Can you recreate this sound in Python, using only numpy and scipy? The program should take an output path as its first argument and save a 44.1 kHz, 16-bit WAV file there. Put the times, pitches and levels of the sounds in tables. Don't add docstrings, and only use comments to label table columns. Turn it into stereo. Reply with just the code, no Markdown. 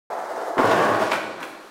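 import sys
import numpy as np
from scipy import signal
from scipy.fft import rfft, irfft
from scipy.io import wavfile

SR = 44100
rng = np.random.default_rng(int(sys.argv[2]) if len(sys.argv) > 2 else 0)


def int16_out(signal):
    q = np.round(np.clip(np.atleast_2d(signal).T, -1, 1) * 32767)
    wavfile.write(sys.argv[1], SR, q.astype(np.int16))


N = 74970
T = np.arange(N) / SR
FREQS = np.fft.rfftfreq(2 * N, 1 / SR)
FLOOR_SPREAD_DB, RAMP_SPREAD_DB, GRIT_SPREAD_DB = 2, 3, 3.5


# (time [s], drumming level [dB], grit level [dB])
RAMP_LEVELS = [(.568, -47, -57), (.582, -20.5, -36), (.64, -27, -39), (.666, -24, -42),
               (.674, -21.5, -27.5), (.72, -21, -32), (.78, -19.5, -35.5), (.87, -21.5, -39.5),
               (.975, -26, -41), (1.025, -21, -31.5), (1.06, -31.5, -38), (1.11, -33, -39)]
# (frequency [Hz], level [dB])
GRIT_TONE = [(300, -23.5), (1500, 3), (2500, 2.5), (5000, -7.5), (8000, -15), (12000, -24), (15500, -34)]

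def ramp_roll():
    drumming = glide(bumps(RAMP_SPREAD_DB) * curve(RAMP_LEVELS), panel, every_s=.07)
    grit = through(bumps(GRIT_SPREAD_DB) * curve(RAMP_LEVELS, column=2), tone(GRIT_TONE))
    return drumming + grit


# (frequency [Hz], level [dB])
RAMP_TONE = [(40, -41), (88, -29), (118, -20), (220, -15), (285, -10.5), (350, -4), (620, -2.5), (900, -3),
             (1120, -2), (1290, -11), (1500, -5.5), (2100, -20.5), (4000, -30.5), (15000, -44)]
# (pitch [Hz], level [dB], fade time [s])
RAMP_NOTES = [(112.7, -11, 0.3), (162.4, -18, 0.2), (229.2, -6, 0.2), (340, -4, 0.15), (422, -3, 0.12),
              (615, 0, 0.08), (665, -1, 0.08), (820, 1, 0.055), (1112, -1, 0.1), (1473, -1, 0.06),
              (1690, -6, .07)]

def panel(detune=.03, scatter_db=4, ring_db=-7.5):
    shifts = 2 * rng.random((len(RAMP_NOTES), 2)) - 1
    notes = [(hz * (1 + detune * pitch_shift), db + scatter_db * level_shift, fade_s)
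             for (hz, db, fade_s), (pitch_shift, level_shift) in zip(RAMP_NOTES, shifts)]
    return unit(tone(RAMP_TONE) + undb(ring_db) * open_sides(ring(notes)))


# (time [s], level [dB], brightness [Hz])
WHEEL_THUMPS = [(.5705, -19.5, 600), (.581, -17, 4600), (.590, -12, 600), (.598, -15, 550),
                (.644, -13.5, 300), (.650, -13, 450)]
# (frequency [Hz], level [dB])
THUMP_TONE = [(35, -31), (85, -26), (130, -21), (190, -14), (250, -7), (330, 2.5), (440, 2), (600, -2.5),
              (800, -2.5), (1100, 3), (1700, -5), (2500, -10), (5000, -26), (15000, -29)]
# (time [s], level [dB], brightness [Hz])
PANEL_BOOMS = [(.638, -26, 150), (.752, -27, 200), (.767, -22, 300), (.888, -32, 60)]
# (pitch [Hz], level [dB], fade time [s])
BOOM_NOTES = [(113, 1, 0.32), (168, 0, 0.077), (220, -3, 0.1)]

def ramp_thuds():
    thumps = knocks(WHEEL_THUMPS, tone(THUMP_TONE), rattle_s=.042, rattle_db=6.5)
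    booms = knocks(PANEL_BOOMS, open_sides(ring(BOOM_NOTES)), rattle_db=-14)
    return thumps + booms


def open_sides(sound, low_cut_hz=115):
    return signal.sosfilt(signal.butter(6, low_cut_hz, "high", fs=SR, output="sos"), sound)


# (time [s], level [dB], brightness [Hz], ringing [dB])
TAIL_HITS = [(1.1135, -27.5, 7000, -12), (1.1175, -17.5, 4200, -10), (1.1207, -17, 2700, -10),
             (1.1322, -16.5, 2800, -1), (1.140, -20.5, 3200, -2), (1.16, -24.5, 4500, -6)]
# (frequency [Hz], level [dB])
POP_TONE = [(70, -38), (140, -19), (350, -8), (650, 5), (1000, 1), (1500, -1.5), (2300, 0), (3300, -3),
            (5000, -7.5), (8000, -13), (15000, -20)]

def tail_pop():
    return board_hits(TAIL_HITS, tone(POP_TONE))


# (time [s], level [dB], brightness [Hz], ringing [dB])
SHOE_HITS = [(1.4054, -38, 1400, -12), (1.419, -33.5, 900, -12), (1.429, -28, 5500, -1),
             (1.432, -33, 7000, -1), (1.438, -37, 5000, -4)]
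# (frequency [Hz], level [dB])
CATCH_TONE = [(80, -49), (200, -21), (400, -3), (650, -7), (1100, -2.5), (1600, -5.5), (2500, 4),
              (3600, -3.5), (5500, -13), (15000, -15)]
# (time [s], level [dB])
RUB_LEVELS = [(1.35, -59), (1.38, -37), (1.42, -29.5), (1.44, -34.5), (1.48, -52)]
# (frequency [Hz], level [dB])
RUB_TONE = [(50, -60), (160, -12.5), (350, 1.5), (600, -6.5), (1000, 0), (1500, 1), (2200, -22.5),
            (8000, -44)]

def shoe_catch():
    rub = through(bumps(GRIT_SPREAD_DB) * curve(RUB_LEVELS), tone(RUB_TONE))
    return rub + board_hits(SHOE_HITS, tone(CATCH_TONE))


# (pitch [Hz], level [dB], fade time [s])
BOARD_NOTES = [(660, 0, 0.06), (1540, 10, 0.04), (1700, 7, 0.03), (1930, 6, 0.02), (2435, 10, 0.035),
               (2750, 5, 0.018), (3570, 1, 0.015)]

def board_hits(hits, wood):
    ringing = unit(through(ring(BOARD_NOTES), wood))
    return sum(knocks([(time, db, hz)], wood + undb(ring_db) * ringing, rattle_s=.022, rattle_db=5)
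               for time, db, hz, ring_db in hits)


# (time [s], level [dB])
FLOOR_LEVELS = [(0, -29), (.2, -30), (.4, -27.5), (.55, -32.5), (.66, -16)]
# (frequency [Hz], level [dB])
FLOOR_TONE = [(50, -73), (92, -66), (120, -33), (190, -24.5), (350, -10.5), (700, 1), (1000, -6.5),
              (1750, -16), (2700, -32), (4600, -33.5), (8000, -37), (15000, -46.5)]
# (time [s], level [dB], brightness [Hz])
CRACK_KNOCKS = [(.153, -28.5, 1170), (.378, -29, 700), (.482, -25, 1500)]

def floor_roll():
    body = tone(FLOOR_TONE)
    growl = through(bumps(FLOOR_SPREAD_DB) * curve(FLOOR_LEVELS), body)
    return growl + knocks(CRACK_KNOCKS, body)


# (time [s], length [s], level [dB])
SHOE_SLIDES = [(0.43, 0.079, -47), (0.843, 0.02, -39), (0.977, 0.097, -43), (1.1, 0.084, -39),
               (1.4, 0.018, -43.5), (1.413, 0.062, -46.5), (1.456, 0.091, -51.5), (1.566, 0.17, -57)]
# (frequency [Hz], level [dB])
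SCUFF_TONE = [(800, -26), (3000, 1.5), (6000, 2.5), (12000, -1), (16000, -12)]

def shoe_scuffs():
    swells = sum(undb(db) * np.sin(np.pi * np.clip((T - time) / length, 0, 1))
                 for time, length, db in SHOE_SLIDES)
    return through(bumps(GRIT_SPREAD_DB) * swells, tone(SCUFF_TONE))


# (frequency [Hz], level [dB])
SPIN_TONE = [(50, -52), (150, -5.5), (280, 2.5), (1100, 14), (1600, 10.5), (2500, -4), (4300, 1),
             (7000, -41), (15000, -31)]

def wheel_spin(start_db=-39, fall_db_per_s=15):
    airtime = T - TAIL_HITS[0][0]
    level = (airtime > 0) * undb(start_db - fall_db_per_s * airtime)
    return through(bumps(GRIT_SPREAD_DB) * level, tone(SPIN_TONE))


# (frequency [Hz], fade time [s])
HALL_FADES = [(100, 1.25), (400, 1.93), (1200, 1.06), (4000, 1.05), (8000, 1.24), (15000, 0.57)]
# (frequency [Hz], likeness [0-1])
ECHO_LIKENESS = [(60, .9), (300, .98), (700, .93), (1300, .75), (3000, .45), (7000, .3), (15000, .15)]

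def hall(early_fade_s=.39, early_db=-.5, build_up_s=.0079):
    alike = along(ECHO_LIKENESS)
    middle, side = rfft(rng.standard_normal((2, N)), 2 * N)
    stereo = middle * np.sqrt(1 + alike) + side * np.sqrt(1 - alike) * np.array([[1], [-1]])
    early = undb(early_db) * unit(fade(early_fade_s))
    echo = 0
    for band_hz, fade_s in HALL_FADES:
        band = along([(hz, float(hz == band_hz)) for hz, _ in HALL_FADES])
        echo = echo + irfft(stereo * band)[:, :N] * np.hypot(unit(fade(fade_s)), early)
    return unit(echo * np.minimum(T / build_up_s, 1))


# (frequency [Hz], level [dB])
HISS_TONE = [(40, 1), (90, -44), (250, 15.5), (1000, 0), (3000, 0), (9000, -9), (15000, -18)]

def hall_hiss(level_db=-50.5):
    return undb(level_db) * through(rng.standard_normal((2, N)), tone(HISS_TONE))


def bumps(spread_db, per_s=2500, wheel_turn_hz=17, wobble_db=2):
    sizes = undb(spread_db * np.minimum(rng.exponential(size=N), 4))
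    taps = (rng.random(N) < per_s / SR) * sizes * rng.choice([-1, 1], N)
    taps *= undb(wobble_db * np.sin(2 * np.pi * wheel_turn_hz * T))
    return taps / np.std(taps)


def knocks(rows, body, rattle_s=.0069, rattle_db=-6):
    out = np.zeros(N)
    for time, db, brightness_hz in rows:
        force = undb(rattle_db) * unit(rng.standard_normal(N) * fade(rattle_s))
        force[0] += 1
        softness = np.exp(-2 * np.pi * brightness_hz / SR)
        cushioned = signal.lfilter([1], np.poly([softness, softness]), force + 1e-18)
        sound = unit(through(cushioned, body))
        start = int(time * SR)
        out[start:] += undb(db) * np.sqrt(SR / 100) * sound[:N - start]
    return out


def glide(sound, make_response, every_s, count=6):
    out = 0
    for k in range(count):
        steps_away = np.abs((T / every_s - k + count / 2) % count - count / 2)
        share = np.cos(np.pi / 2 * np.minimum(steps_away, 1))
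        out = out + through(sound * share, make_response())
    return out


def through(sound, response):
    return irfft(rfft(sound, 2 * N) * rfft(response, 2 * N))[..., :N]


def tone(points):
    cepstrum = irfft(np.log(undb(along(points))))[:N]
    cepstrum[1:] *= 2
    return unit(irfft(np.exp(rfft(cepstrum, 2 * N)))[:N])


def ring(notes):
    return unit(sum(undb(db) * unit(np.sin(2 * np.pi * hz * T) * fade(fade_s))
                    for hz, db, fade_s in notes))


def fade(fade_s):
    return np.exp(-np.log(1000) * T / fade_s)


def curve(rows, column=1):
    times, levels = np.array(rows, float).T[[0, column]]
    return undb(np.interp(T, times, levels)) * (T >= times[0]) * (T <= times[-1])


def along(points):
    hz, values = np.array(points, float).T
    return np.interp(np.log(np.maximum(FREQS, 1)), np.log(hz), values)


def unit(x):
    return x / np.sqrt(np.mean(np.sum(x ** 2, axis=-1)))


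def undb(db):
    return 10 ** (np.asarray(db) / 20)


def scene(direct_db=-3, roll_echo_db=-1, thud_echo_db=-4.5, board_echo_db=-3):
    rolling = floor_roll() + ramp_roll()
    thuds = ramp_thuds()
    board = tail_pop() + shoe_catch() + shoe_scuffs() + wheel_spin()
    to_hall = undb(roll_echo_db) * rolling + undb(thud_echo_db) * thuds + undb(board_echo_db) * board
    direct = undb(direct_db) * (rolling + thuds + board)
    return direct + hall_hiss() + glide(to_hall, hall, every_s=.05)


# (frequency [Hz], level [dB])
LEFT_LEVEL = [(100, 1.5), (250, 0.5), (500, 0), (1300, -1), (2500, 0.5), (12000, 1.5)]
# (frequency [Hz], phase [radians])
LEFT_PHASE = [(40, -.15), (130, -.45), (300, -.75), (650, -1.06), (1300, -1.0), (2000, -.78), (5000, -.62),
              (15000, -.6)]

def record(dry, start_s=.1005, fade_in_s=.0024, top_hz=15850):
    half_each = np.array([[.5], [-.5]])
    mics = undb(half_each * along(LEFT_LEVEL)) * np.exp(1j * half_each * along(LEFT_PHASE))
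    heard = irfft(rfft(dry, 2 * N) * mics)[:, :N]
    heard *= np.clip((T - start_s) / fade_in_s, 0, 1)
    return signal.sosfilt(signal.ellip(10, .2, 80, top_hz, fs=SR, output="sos"), heard)


dry = scene()
out = record(dry)
int16_out(out)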